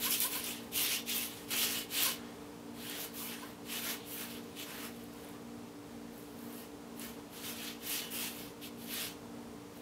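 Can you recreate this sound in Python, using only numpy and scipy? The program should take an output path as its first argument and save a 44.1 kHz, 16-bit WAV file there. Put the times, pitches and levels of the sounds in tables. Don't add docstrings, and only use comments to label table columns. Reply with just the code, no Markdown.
import sys
import numpy as np
from scipy import signal
from scipy.fft import rfft, irfft, next_fast_len
from scipy.io import wavfile
from scipy.ndimage import uniform_filter1d

SR = 44100
rng = np.random.default_rng(int(sys.argv[2]) if len(sys.argv) > 2 else 0)


def ratio(d):
    e = np.asarray(d, float) / 20
    return 10 ** e


def dump(signal):
    limited = np.clip(np.atleast_2d(signal).T, -1, 1)
    pcm = np.round(limited * 32767).astype(np.int16)
    wavfile.write(sys.argv[1], SR, pcm)


N = 432621
T = np.arange(N) / SR
SLOW_T = np.arange(0, N + 40, 40) / SR


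def rms_one(x):
    return x / np.sqrt(np.mean(x ** 2) + 1e-20)


def fft_grid():
    size = next_fast_len(N)
    return size, np.arange(size // 2 + 1) * SR / size + 1


def colour(x, points):
    hz, db = np.transpose(points)
    size, f = fft_grid()
    level_db = np.interp(np.log(f), np.log(hz), db)
    return irfft(rfft(x, size) * ratio(level_db), size)[:N]


def band(x, lo_hz, hi_hz):
    return signal.sosfilt(signal.butter(2, [lo_hz, hi_hz], "band", fs=SR, output="sos"), x)


def drift(rate_hz):
    r = np.exp(-80 * np.pi * rate_hz / SR)
    noise = rng.standard_normal(len(SLOW_T) + 2000)
    settled = signal.lfilter([1], [1, -2 * r, r * r], noise)[2000:]
    return rms_one(settled)


def gain(db):
    return np.interp(T, SLOW_T, ratio(db))


# (frequency [Hz], level per Hz [dB])
AIR_COLOUR = [(46, -23), (58, -8), (110, -5), (200, -4.5), (260, 0), (330, -8.5), (440, -0.5), (520, -6.5),
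              (700, -7.5), (1000, -9.5), (1600, -17), (3000, -20), (8000, -25), (15800, -30)]


def air():
    rush = rms_one(colour(rng.standard_normal(N), AIR_COLOUR))
    return gain(-52.5 + 0.5 * drift(2.2)) * rush


# (frequency [Hz]), then their (level [dB])
HUM_HZ = [58.4, 101.96, 120.01, 167.1, 178.41, 203.9, 280.38, 287.77, 291.97, 407.82, 440.72, 451.38,
          467.15]
HUM_DB = [-76, -74.5, -67.5, -73.5, -65.5, -70, -68, -65, -55, -65, -67.5, -68.5, -61]
PAIR_DB = [-56.5, -57.5]
# (time [s], lead of the faster one [turns])
MOTOR_SLIP = [
    (-.23, 0),
    (4.62, 9),
    (5.25, 10),
    (5.81, 11),
    (6.72, 13),
    (7.29, 14),
    (9.14, 17),
    (10.22, 19),
]


def motors():
    pair_hz = 233.58
    lines = 0
    for hz, db in zip(HUM_HZ, HUM_DB):
        lines = lines + ratio(db) * np.sin(2 * np.pi * (hz * T + rng.random()))
    lead_turns = np.interp(T, *np.transpose(MOTOR_SLIP)) + 0.5
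    slower = ratio(PAIR_DB[0]) * np.cos(2 * np.pi * pair_hz * T)
    faster = ratio(PAIR_DB[1]) * np.cos(2 * np.pi * (pair_hz * T + lead_turns))
    return np.sqrt(2) * (lines + slower + faster)


# (delay [s], level [dB])
ECHOES = [
    (.0013, -25.5),
    (.0031, -27),
    (.0047, -18.5),
]


def room(x):
    t60_s, tail_db = 0.25, -12.5
    u = np.arange(SR // 2) / SR
    tail = band(rng.standard_normal(len(u)), 410, 6300) * ratio(-60 * u / t60_s) * (u > 0.006)
    tail = ratio(tail_db) * tail / np.linalg.norm(tail)
    for delay, db in ECHOES:
        tail[round(delay * SR)] = ratio(db)
    return signal.fftconvolve(x, tail)[:N]


# (time [s], peak level [dB], low part relative to it [dB])
PAINT_TICKS = [(0.108, -18, -14), (0.2032, -15, -21), (0.4415, -24, -16), (0.7607, -23, -12),
               (1.1804, -21, -16), (1.506, -28, -11), (2.0344, -17, -16), (2.8983, -30, -11),
               (4.2087, -26, -6), (4.3056, -37, -15), (4.5979, -37, -11), (4.8514, -33, -15),
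               (4.8948, -42, -16), (4.9631, -40, -17), (5.0394, -42, -10), (5.1362, -43, -15),
               (5.2465, -39, -15), (5.2894, -42, -14), (6.1793, -40, -21), (6.3904, -42, -21),
               (6.5271, -39, -19), (6.996, -30, -22), (8.9391, -27, -9), (9.7737, -42, -17)]


def ticks():
    high, low = np.zeros((2, N))
    u = np.arange(300)
    for s, db, low_db in PAINT_TICKS:
        burst = rng.standard_normal(300) * np.exp(-u / SR / 0.0011)
        at = round(s * SR)
        high[at:at + 300] += ratio(db + 0.5) * burst[:N - at]
        low[at:at + 300] += ratio(db + low_db - 10.0) * burst[:N - at]
    return band(high, 9300, 15500) + band(low, 2000, 7000)


# (time [s], length [s], thread rate at start [Hz], thread rate at end [Hz], level [dB])
THREAD_DRAGS = [
    (0.053, 0.034, 467, 560, -45.5),
    (.24, 0.032, 472, 550, -46),
    (.35, 0.031, 466, 542, -47.5),
    (2.06, 0.039, 476, 540, -46),
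    (3.423, 0.028, 470, 542, -51),
    (3.852, 0.042, 680, 700, -53),
    (5.348, 0.017, 567, 600, -57),
]
DRAG_TONES_DB = [-3.5, 4, -2, -30, -12]


def zips():
    out, waver = np.zeros(N), np.interp(T, SLOW_T, drift(60))
    for s, length, hz0, hz1, db in THREAD_DRAGS:
        at = slice(round(s * SR), round((s + length) * SR))
        u = (T[at] - s) / length
        rate_hz = (hz0 + (hz1 - hz0) * np.abs(u) ** 0.75) * (1 + 0.0093 * waver[at])
        phase = 2 * np.pi * np.cumsum(rate_hz) / SR
        tones = sum(ratio(d) * np.sin((k + 1) * phase + k * k) for k, d in enumerate(DRAG_TONES_DB))
        out[at] += ratio(db) * np.sqrt(np.abs(np.sin(np.pi * u))) * tones
    return out


# (start [s], length [s], board ring [dB], bristle tips relative
# to it [dB], board body relative to it [dB])
HAND_SWINGS = [(-0.023, 0.17, -40.5, 2.5, -7.5), (0.063, 0.16, -38.5, 4.5, -11),
               (0.15, 0.18, -40.5, 6, -10), (0.265, 0.21, -43.4, 4.5, -6.5),
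               (0.399, 0.18, -43.5, 1.5, -10.6), (0.33, 0.43, -52, -1.5, -7),
               (0.699, 0.25, -37.0, 1.7, -11), (0.803, 0.26, -36.5, -2.5, -13.4),
               (1.043, 0.16, -41, -4, -15), (1.035, 0.32, -42, 4.5, -8.5), (1.08, 0.496, -53.5, 2, -7),
               (1.464, 0.17, -40.5, -0.8, -7.1), (1.519, 0.26, -36, 0.5, -10),
               (1.621, 0.28, -41.9, 0, -8.5), (1.868, 0.35, -35.9, 0.5, -8.2),
               (1.987, 0.11, -53, 16, -19.9), (2.028, 0.46, -61, -15, 4.5),
               (2.702, 0.5, -48, -1.5, -2.5), (2.951, 0.16, -51.5, 7, -2), (3.104, 0.27, -49.5, 4.5, -3),
                 (3.248, 0.15, -49.0, -1, -5), (3.19, 0.45, -55.5, 0, 0), (3.623, 0.31, -44, -0.5, -6),
                 (3.807, 0.24, -51.5, 3.5, 0), (3.796, 0.2, -44, 2.7, -3), (3.876, 0.52, -54, -17, -18),
                 (4.022, 0.24, -57.5, 11.5, 0), (4.139, 0.18, -48.8, 3, -1), (4.23, 0.223, -53, -0.5, -5),
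                 (4.234, 0.5, -65, -3, -16), (4.537, 0.16, -48, -0.4, -5.5), (4.612, 0.24, -52, -1, 1),
                 (4.719, 0.25, -52, 1.2, 1), (4.8, 0.39, -65, 1.6, -4), (5.028, 0.46, -63.5, 0.5, -1),
               (6.064, 0.366, -70.5, 8, 3.2), (6.259, 0.53, -71, 11, 9), (6.473, 0.25, -59, 5.5, -6.0),
               (6.94, 0.22, -54, 3.6, -2), (6.936, 0.333, -61, -0.1, -3), (7.278, 0.26, -53.6, 1.3, -4.4),
               (7.394, 0.2, -47.5, 2, -4.5), (7.486, 0.34, -46.5, -2.5, -6),
               (7.763, 0.41, -44.5, -0.5, -5.5), (7.82, 0.27, -43, 3, -20.0), (8.088, 0.136, -50, 5, -4),
               (8.11, 0.28, -44.5, 1.8, -7.5), (8.247, 0.34, -54.5, 2.5, -5), (8.595, 0.13, -52, -1.0, -9),
               (8.752, 0.17, -58, 3.5, -10), (8.821, 0.37, -43, -1.3, -8), (9.711, 0.14, -67, 5, 0)]


def strokes():
    swings = np.array(HAND_SWINGS)
    start, length, ring_db, tips_db, body_db = swings.T[:, :, None]
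    u = np.clip((SLOW_T - start) / np.maximum(length, 0.02), 0, 1)
    speed = np.abs(np.sin(np.pi * u ** 0.85)) + 1e-3
    speed_power = 2.43
    body = body_db - 1.03 + 5.1 * (u - 0.5)
    scratch = 0.23 * tips_db - 4 + 0.5 * (u - 0.5)
    tips = tips_db - 2 * (u - 0.5)
    totals_db = []
    for rel in [0, body, scratch, tips]:
        power = ratio(2 * (ring_db + rel)) * speed ** (2 * speed_power)
        totals_db.append(10 * np.log10(np.sum(power, axis=0)))
    ring, *rest = totals_db
    return [ring] + [one - ring for one in rest]


# (time [s], jump [dB])
SLAPS = [
    (0.105, 3),
    (0.202, 4),
    (1.504, 10),
    (4.596, 4),
    (6.994, 2),
    (8.105, 7),
    (8.615, 7),
]


def landings():
    hover_s, settle_s, overshoot = 0.017, 0.029, 0.45
    s, jump_db = np.transpose(SLAPS)[:, :, None]
    after = SLOW_T - s
    hover = (overshoot - 1) * np.exp(-np.abs(after) / hover_s)
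    surplus = overshoot * np.exp(-np.abs(after) / settle_s)
    step = np.sum(jump_db * np.where(after < 0, hover, surplus), axis=0)
    return uniform_filter1d(step, size=4)


def flicks(per_s, spread_db):
    sizes = ratio(spread_db * np.minimum(rng.exponential(1, N), 4.0))
    clicks = sizes * rng.choice([-1, 1], N)
    return rms_one(clicks * (rng.random(N) < per_s / SR))


def resonance(x, hz, width_hz):
    r = np.exp(-np.pi * width_hz / SR)
    top = np.array([1, 0, -1]) * (1 - r * r) / 2
    return signal.lfilter(top, [1, -2 * r * np.cos(2 * np.pi * hz / SR), r * r], x)


# (frequency [Hz], width [Hz], level [dB])
BOARD_MODES = [(1035, 24, -21), (1445, 20, -21), (1839, 31, 5), (2183, 28, 2.5), (2436, 22, -6),
               (2610, 73, -2), (2842, 46, 0.5), (3010, 61, 5), (3183, 59, -2.5), (3306, 35, 7),
               (3548, 49, 2), (4100, 51, -6), (4400, 79, -10), (5750, 60, -2), (7280, 82, -7)]


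def ring_board(dense):
    ringing = dense
    for hz, width_hz, db in BOARD_MODES:
        ringing = ringing + gain(db - 3.5 + 2.7 * drift(8.8)) * resonance(dense, hz, width_hz)
    return ringing


# (frequency [Hz], level per Hz [dB])
BRISTLE_COLOUR = [(150, -48), (320, -3.5), (500, -11.5), (1000, -8.5), (1700, -6.5), (2200, -8), (2450, -6),
                  (3200, -7), (3700, -5), (5000, -3.5), (7000, -6), (9000, -7), (12000, -4), (15000, -8.5)]
LAYER_EDGES_HZ = [350, 2000, 4500, 9000, 16500]
# (frequency [Hz]), then (layer number, 0 body to 4 very top)
LAYER_MID_HZ = [1800, 2450, 3300, 5400, 11000, 15500]
LAYER_PLACE = [0, 1, 1, 2, 3, 4]
# (time [s], centre of the board ring [Hz])
BRUSH_SPOT = [
    (0.0, 2630),
    (2.1, 2910),
    (2.37, 2260),
    (2.81, 2820),
    (4.8, 2550),
    (5.51, 2450),
    (8.82, 3200),
    (9.31, 2370),
    (9.8, 2590),
]


def brush():
    ring_db, body, scratch, tips = strokes()
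    rel_db = [body, 0 * body, scratch, tips, 1.4 * tips]
    centre_hz = np.interp(SLOW_T, *np.transpose(BRUSH_SPOT))
    dense = ring_board(flicks(14000, spread_db=1.5))
    snaps = flicks(400, spread_db=3.0)
    size, f = fft_grid()
    snap_db = -12.5 + 2.5 * np.log2(f / 3000)
    touch = rfft(colour(dense, BRISTLE_COLOUR), size)
    touch = touch + rfft(colour(snaps, BRISTLE_COLOUR), size) * ratio(snap_db)

    edges = np.searchsorted(f, LAYER_EDGES_HZ)
    own_db = []
    for a, b in zip(edges, edges[1:]):
        own_db.append(10 * np.log10(np.sum(np.abs(touch[a:b]) ** 2) * 2 / size / N))
    own_db.append(own_db[-1])
    offset_db = [rel - own for rel, own in zip(rel_db, own_db)]

    mids = np.geomspace(350, 16500, 21)
    total = 0
    for hz, one in zip(mids, np.eye(len(mids))):
        part = np.interp(np.log(f), np.log(mids), one)
        place = np.interp(np.log(hz), np.log(LAYER_MID_HZ), LAYER_PLACE)
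        k = min(int(place), len(rel_db) - 2)
        u = place - k
        level_db = (1 - u) * offset_db[k] + u * offset_db[k + 1]
        spot_db = 1.75 * np.exp(-(np.log2(hz / centre_hz) / 0.21) ** 2)
        total = total + irfft(touch * part, size)[:N] * gain(level_db + spot_db + 1.78 * drift(10.7))
    judder_db = 0.83 * drift(31)
    return total * gain(ring_db + landings() + judder_db - 0.5)


def scene():
    board = brush() + zips() + ticks()
    return (board + room(board) + motors() + air())[None]


def band_limit(x):
    return signal.sosfilt(signal.butter(12, 16160, fs=SR, output="sos"), x)


def record(dry):
    cutoff_hz = 15740
    mix = colour(dry[0], [(10, 0), (cutoff_hz - 40, 0), (cutoff_hz, -90)])[None]
    return band_limit(mix)


dry = scene()
out = record(dry)
dump(out)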